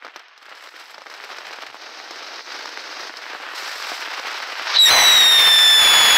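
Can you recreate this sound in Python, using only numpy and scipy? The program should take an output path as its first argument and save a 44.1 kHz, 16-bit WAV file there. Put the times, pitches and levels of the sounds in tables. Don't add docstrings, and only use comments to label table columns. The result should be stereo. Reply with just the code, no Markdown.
import sys
import numpy as np
from scipy import signal
from scipy.fft import rfft, irfft, next_fast_len
from scipy.io import wavfile
from scipy.ndimage import uniform_filter1d

SR = 44100
rng = np.random.default_rng(int(sys.argv[2]) if len(sys.argv) > 2 else 0)


def output_pcm(signal):
    pcm = np.clip(np.atleast_2d(signal).T, -1, 1) * 32767
    wavfile.write(sys.argv[1], SR, np.round(pcm).astype(np.int16))


def rack_gain(trim_db):
    fader = np.asarray(trim_db, float)
    return 10 ** (fader / 20)


N = 272097

# start_s, level_db
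FLAME_LEVEL = [(0.0, -50.5), (0.055, -46), (0.13, -48), (0.17, -42.5), (0.3, -51.5), (0.56, -43.5),
               (1.1, -45), (1.3, -37), (1.8, -40.5), (2.3, -38), (2.5, -35.5), (2.75, -38.5), (3.0, -34),
               (3.5, -33), (3.6, -31.5), (4.55, -31), (4.765, -23.5), (4.79, -37)]
# pitch_hz, level_db (per Hz)
ROAR_COLOUR = [(250, -27), (400, -14.5), (600, -8.5), (885, -2.5), (1490, 1), (3200, -5), (4160, -16.5),
               (7000, -50)]
# pitch_hz, level_db (per Hz)
FIZZ_COLOUR = [(1530, -94), (2600, -19.5), (3750, 3), (5230, 6.5), (6590, -5), (7150, -25), (8500, -57)]
# pitch_hz, level_db (per Hz)
TOP_COLOUR = [(6000, -76), (7000, 25), (7700, 19.5), (8600, 13), (9400, 4.5), (10200, 11), (13700, 9.5),
              (16000, 2)]
# pitch_hz, level_db (per Hz)
PUFF_COLOUR = [(60, -76), (120, -42), (190, -22.5), (300, -5.5), (480, -2), (750, -6), (1200, -18)]
# start_s, puff_db, fizz_db, top_db (all over the roar), restlessness (0-1)
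POWDER_LAYERS = [(0.0, -30, -8, -33, 0.61), (0.24, -46, -6, -41, 0.51), (0.4, -46, -5.5, -27, 0.9),
                 (0.55, -28, -1, -22, 0.74), (0.94, -22.5, -1, -25.5, 0.74), (1.78, -17, 3, -28.5, 0.43),
                 (2.46, -18, 3, -27.5, 0.43), (3.1, -22.5, -3, -30, 0.44), (3.34, -25, -6, -29.5, 0.29),
                 (3.55, -33, 2, -20.5, 0.42), (4.019, -30, -1.5, -27, 0.57), (4.67, -48, 1.5, -31.5, .3),
                 (4.78, -47, 10, -26, 0.34)]
# middle_s, length_s, change_db
LULLS_AND_SURGES = [(0.7, 0.0097, -8.5), (0.92, 0.015, -1), (1.05, 0.0056, -6), (1.72, 0.005, -13),
                    (1.79, 0.014, -3), (2.44, 0.037, -9.5), (2.59, 0.014, 4), (3.15, 0.097, -7),
                    (3.39, 0.043, -4.5), (3.53, 0.029, -3.5), (3.58, 0.031, 1), (3.7, .05, -1.5),
                    (3.92, 0.0067, 1), (4.0, .03, -2.5)]
# start_s, peak_db, hiss_db (after the pop)
FUSE_POPS = [(0.0242, -23, -48), (0.048, -17.5, -13.5), (0.0552, -21, -36), (0.0669, -18.5, -12),
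             (0.079, -25, -11), (0.0858, -22, -15), (0.1606, -18.5, -5), (0.1672, -25, -15),
             (0.194, -32.5, 4), (0.2342, -36, -21), (0.2826, -35.5, 1), (0.3772, -36.5, 4),
             (0.4216, -35, -4), (0.4495, -33, -16), (0.4633, -29, -8), (0.484, -26, -21),
             (0.5104, -38, -17), (0.5152, -25, -19), (0.5248, -21, -23), (0.5498, -29, -3),
             (0.6266, -27, -19), (0.673, -22.5, -8), (0.7403, -24, -20), (0.764, -23.5, -7),
             (0.8085, -44, 11), (0.8572, -32, 8)]
# start_s, peak_db, hiss_db (after the pop)
CHARGE_POPS = [(0.9441, -22, -7.5), (0.981, -19.5, -12), (1.019, -20.5, -8.5), (1.061, -22, -25),
               (1.0672, -19.5, -14), (1.0998, -21.5, -4), (1.1395, -20, -2), (1.202, -18, -28),
               (1.2393, -19.5, -5), (1.3268, -23, -23), (1.3846, -18, -6.5), (1.509, -19.5, -9),
               (1.587, -18, -20.5), (1.6352, -15, -18.5), (1.745, -17.5, -10), (2.0004, -17.5, -10),
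               (2.1084, -17.5, -5.5), (2.1587, -20.5, -7), (2.393, -17, -16), (2.657, -13, -4.5),
               (2.691, -21.5, 0.5), (2.774, -12.5, -7.5), (3.096, -16.5, -24), (3.1694, -26.5, 6),
               (3.35, -14, -27), (3.8248, -16.5, 6), (3.918, -9.5, -20), (4.1371, -22.5, -18),
               (4.195, -15.5, -0.5), (4.2697, -13.5, -5)]
# middle_s, level_db
GULPS = [
    (1.475, -64),
    (1.7, -63),
]
# start_s, pitch_hz, tone_db, steepness_db (octave under tone), unevenness_db (half tone)
CATCHING_TONE = [
    (4.74, 4000, -25, -35, -55),
    (4.764, 3990, -19, -38, -55),
    (4.773, 3960, -10.5, -37, -55),
    (4.781, 3980, -24, -40, -55),
    (4.789, 3925, -11, -26, -55),
    (4.83, 3840, -11.5, -13, -55),
    (4.852, 3850, -11.5, -13, -45),
    (4.859, 3760, -13, -11, -25),
    (4.893, 3735, -14, -11, -25),
]
LASTING_TONE = [
    (4.9, 4070, -16.5, -19, -26),
    (5.03, 3935, -19, -16, -22.5),
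    (5.06, 3903, -13.5, -18, -25),
    (5.18, 3797, -14, -15.5, -26.5),
    (5.3, 3705, -14.5, -12, -29),
    (5.46, 3570, -15, -12, -27),
    (5.72, 3513, -13.5, -12.5, -26.5),
    (5.82, 3480, -15, -9.5, -29.5),
    (6.17, 3387, -17, -8, -30.5),
]
# multiple (of the pitch), level_db (under the three-half tone)
HIGH_HALF_TONES = [(5 / 2, -13), (7 / 2, -14.5)]
# middle_s, length_s, change_db
TONE_BREAKS = [
    (4.854, .002, -4),
    (4.879, .002, -9),
    (4.894, .002, -7),
]
# jet_db, slips (0-1)
PULSE_SLIPS = [(-27, 0.), (-21, .95)]
# start_s, level_db
JET_LEVEL = [(4.74, -30), (4.818, -36.5), (4.895, -21), (4.91, -20), (5.1, -22.5), (5.3, -25.5),
             (5.76, -27), (5.83, -21.5), (6.17, -19)]
# pitch_hz, level_db (per Hz)
GAS_COLOUR = [(15, -8.5), (60, -20), (200, -24), (500, -12), (900, -5), (2200, -4), (4500, -9),
              (6500, -24.5)]
# pitch_hz, level_db (per Hz)
SIZZLE_COLOUR = [(3000, -2), (5000, -6.5), (8000, -4), (12000, -4), (16000, -5)]
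# middle_s, length_s, change_db
SPURTS = [
    (5.404, 0.014, 6.5),
    (5.474, 0.02, 5),
]
# pitch_hz, width_hz, level_db
COUGH = [(843, 360, -20)]
# pitch_hz, width_hz, change_db
HOUSING_DIPS = [(7200, 220, -16), (9500, 400, -13)]
# middle_s, low_hz, high_hz, level_db
SIDE_NOISES = [(4.547, 6150, 7600, -56), (5.105, 9500, 15300, -33), (5.154, 4650, 5860, -33),
               (5.152, 6800, 8800, -33), (5.268, 4294, 7950, -25), (5.268, 8800, 10500, -42),
               (5.268, 11600, 15300, -36), (5.339, 3970, 8980, -35), (5.804, 5536, 7000, -44),
               (5.803, 8890, 11800, -33), (5.826, 8900, 10400, -44)]

JET_LIT_S = 4.762


def evened(x):
    return x / np.sqrt(np.mean(x ** 2) + 1e-20)


def coloured(x, points):
    pitch_hz, level_db = np.transpose(points)
    hz = abs(np.fft.fftfreq(4096, 1 / SR))
    log_gain = np.interp(np.log(hz + 1), np.log(pitch_hz), level_db, -90, -90) * np.log(10) / 20
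    kernel = np.fft.ifft(np.exp(np.conj(signal.hilbert(log_gain)))).real[:2048]
    return signal.oaconvolve(x, kernel / np.linalg.norm(kernel))[:len(x)]


def columns(rows):
    s, *rest = np.transpose(rows)
    t = np.arange(N) / SR
    inside = uniform_filter1d(1. * (t >= s[0]) * (t <= s[-1]), 88)
    return inside, *(np.interp(t, np.maximum.accumulate(s), c) for c in rest)


def bumps(rows):
    t = np.arange(N) / SR
    return sum(db * np.exp(-((t - s) / length) ** 2) for s, length, db in rows)


def drift(hz):
    return evened(signal.sosfilt(signal.butter(2, hz, fs=SR, output="sos"), rng.standard_normal(N)))


def whistle():
    inside, hz, tone_db, steep_db, half_db = columns(CATCHING_TONE + LASTING_TONE)
    octave_db = tone_db + steep_db
    twelfth_db = tone_db + 1.56 * steep_db - 0.5
    three_half_db = half_db + 2
    slips = np.interp(columns(JET_LEVEL)[1], *np.transpose(PULSE_SLIPS))
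    shake = np.where(np.arange(N) / SR < LASTING_TONE[0][0], 2.2, 1)
    wander = 1 + 0.00333 * shake * drift(74) + 0.011 * drift(607)
    phase = 2 * np.pi * np.cumsum(hz * wander) / SR
    loose = np.clip((-15 - tone_db) / 4 * (half_db < -45), 0, 1)
    wobble_db = np.interp(half_db, [-50, -25], [.3, 1.3])
    tone = rack_gain(tone_db + bumps(TONE_BREAKS) + 1.5 + wobble_db * drift(150)) * np.cos(phase)
    tone *= 1 - loose + loose * drift(430)
    octave = rack_gain(octave_db + 0.8 + 3.0 * drift(60)) * np.cos(2 * phase + 0.89)
    upper = np.cos(3 * phase + 2.6) + rack_gain(-10) * np.cos(4 * phase + 3.5)
    upper *= rack_gain(twelfth_db + 1.6 + 1.5 * drift(300))
    alternation = np.tanh(1.52 * (2.03 * (1 - np.clip(slips, 0, 1)) + drift(156)))
    half = rack_gain(half_db + 5.0) * np.cos(phase / 2 + np.pi / 2)
    high_halves = sum(rack_gain(db) * np.cos(k * phase) for k, db in HIGH_HALF_TONES)
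    high_halves = rack_gain(three_half_db + 3.0) * (np.cos(3 * phase / 2 - 1.4) + high_halves)
    tube = np.sqrt(2) * inside * (tone + octave + upper + alternation * (half + high_halves))
    return signal.sosfilt(signal.butter(4, 250, "high", fs=SR, output="sos"), tube)


def jet():
    t = np.arange(N) / SR
    level_db = columns(JET_LEVEL)[1]
    young = np.clip(1 - (t - JET_LIT_S) / 0.079, 0, 1)
    sizzle_db = 6.5 - 34 * young - 0.55 * (level_db + 26.5) * (1 - young)
    gas = rng.standard_normal(N) * rack_gain(1.37 * drift(63))
    rush = coloured(gas, GAS_COLOUR) + rack_gain(sizzle_db - 16.5) * coloured(gas, SIZZLE_COLOUR)
    return (t > JET_LIT_S) * rack_gain(level_db + bumps(SPURTS) + 4.0) * rush


def cough():
    hz, width, db = COUGH[0]
    start, end = 4.9, 5.05
    t = np.arange(N) / SR
    fade = np.interp(t, [start - .01, start + .02, end - .06, end + .04], [0, 1, 1, 0])
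    return rack_gain(db) * np.sqrt(2) * drift(width / 2) * np.cos(2 * np.pi * hz * t) * fade


def sputter(per_s, spread_db, decay_s, share):
    flares = rack_gain(spread_db * np.minimum(rng.exponential(1, N), 1.5)) * (rng.random(N) < per_s / SR)
    dying = signal.lfilter([1], [1, -np.exp(-1 / (decay_s * SR))], flares)
    flicker = uniform_filter1d(dying, 130)
    return evened(1 - share + share * flicker / flicker.mean())


def burn():
    t = np.arange(N) / SR
    lull_db = bumps(LULLS_AND_SURGES)
    body_db = columns(FLAME_LEVEL)[1] + lull_db
    starts, *mix = np.transpose(POWDER_LAYERS)
    stage = np.maximum(np.searchsorted(starts, t, "right") - 1, 0)
    blend = round(0.015 * SR)
    puff_db, fizz_db, top_db, restless = (uniform_filter1d(c[stage], blend) for c in mix)
    crackle = rack_gain(6.6 * np.minimum(rng.exponential(1, N), 3)) * (rng.random(N) < 350 / SR)
    crackle = crackle * rng.choice([-1, 1], N)
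    shared = sputter(70, 0.75, 0.0059, np.clip(0.43 * restless, 0, 1)) * rng.standard_normal(N)
    low = shared * sputter(170, 6.0, 0.0025, 0.11 * restless) + rack_gain(-7) * evened(crackle)
    high = shared * sputter(110, 3.5, 0.004, np.clip(0.36 * restless, 0, 1))
    layers = coloured(low, ROAR_COLOUR) + rack_gain(puff_db + 6.5) * coloured(low, PUFF_COLOUR)
    sparks = rack_gain(fizz_db - 5.4) * coloured(shared, FIZZ_COLOUR)
    sparks += rack_gain(top_db + 8.0) * coloured(high, TOP_COLOUR)
    layers += rack_gain(-.6 * lull_db) * sparks
    drowned_db = -150 * np.maximum(t - FLAME_LEVEL[-1][0] - .02, 0)
    return rack_gain(body_db - 0.16 + drowned_db) * layers


def small_spits():
    count = 100
    when, size, hiss = rng.random((count, 3)).T
    s = .9 + 3.75 * (np.arange(count) + when) ** 1.25 / count ** 1.25
    peak_db = np.interp(s, *np.transpose(FLAME_LEVEL)) + 15.5 - 2.5 * size
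    return list(zip(s, peak_db, -29 + 8 * (hiss - .5)))


def spits():
    length = 2205
    pops, low, high = np.zeros((3, N + length))
    t = np.arange(length) / SR
    late = t - .001
    rows = FUSE_POPS + CHARGE_POPS + small_spits()
    puffs = rng.standard_normal((len(rows), length))
    chances = rng.random((len(rows), 3))
    for (s, db, hiss_db), puff, (a, b, c) in zip(rows, puffs, chances):
        at = round((s - .001) * SR)
        wave = np.cos(2 * np.pi * (950 + 800 * a) * late + 1.8 * (b - .5))
        pops[at:at + length] += rack_gain(db - 2.5) * wave * np.exp(-(late / 0.0004) ** 2)
        dying = puff * rack_gain(db - 60 * t / (0.0074 + 0.03 * c)) * np.minimum(t / 0.0018, 1)
        low[at:at + length] += dying
        high[at:at + length] += dying * rack_gain(hiss_db)
    body = rack_gain(-13.5) * (coloured(low, ROAR_COLOUR) + rack_gain(-4.5) * coloured(low, PUFF_COLOUR))
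    hiss = rack_gain(-6.5) * (coloured(high, FIZZ_COLOUR) + rack_gain(-14.5) * coloured(high, TOP_COLOUR))
    pops = signal.sosfilt(signal.butter(4, 260, "high", fs=SR, output="sos"), pops)
    return (pops + body + hiss)[:N]


def thumps():
    hz, length_s = 200, .035
    t = np.arange(N) / SR
    deep = np.sqrt(2) * drift(hz / 2) * np.cos(2 * np.pi * hz * t)
    deep = signal.sosfilt(signal.butter(4, 90, "high", fs=SR, output="sos"), deep)
    return deep * sum(rack_gain(db) * np.exp(-((t - s) / length_s) ** 2) for s, db in GULPS)


def scene():
    mono = burn() + spits() + jet() + whistle() + cough() + thumps()
    return np.array([mono, mono])


def side_noise():
    side = np.zeros(N)
    window = np.sin(np.pi * np.arange(2048) / 2048)
    noises = rng.standard_normal((len(SIDE_NOISES), 2048))
    for (s, low_hz, high_hz, db), noise in zip(SIDE_NOISES, noises):
        band = signal.sosfiltfilt(signal.butter(8, [low_hz, high_hz], "band", fs=SR, output="sos"), noise)
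        side[round(s * SR) - 1024:][:2048] += rack_gain(db) * evened(band) * window
    return np.array([side, -side])


def band_limit(x):
    return signal.sosfilt(signal.butter(12, 17110, fs=SR, output="sos"), x)


def record(dry):
    size = next_fast_len(N + SR // 2)
    hz = np.fft.rfftfreq(size, 1 / SR)
    dips_db = sum(db / (1 + (2 * (hz - f) / width) ** 2) for f, width, db in HOUSING_DIPS)
    x = irfft(rfft(dry, size) * rack_gain(dips_db), size)[:, :N]
    ceiling, knee = .56, 9
    x = x / (1 + abs(x / ceiling) ** knee) ** (1 / knee)
    treble_cut = signal.firwin(1023, 15740, window=("kaiser", 9), fs=SR)
    x = signal.oaconvolve(x, treble_cut[None], "same")
    return band_limit(x + side_noise())


dry = scene()
out = record(dry)
output_pcm(out)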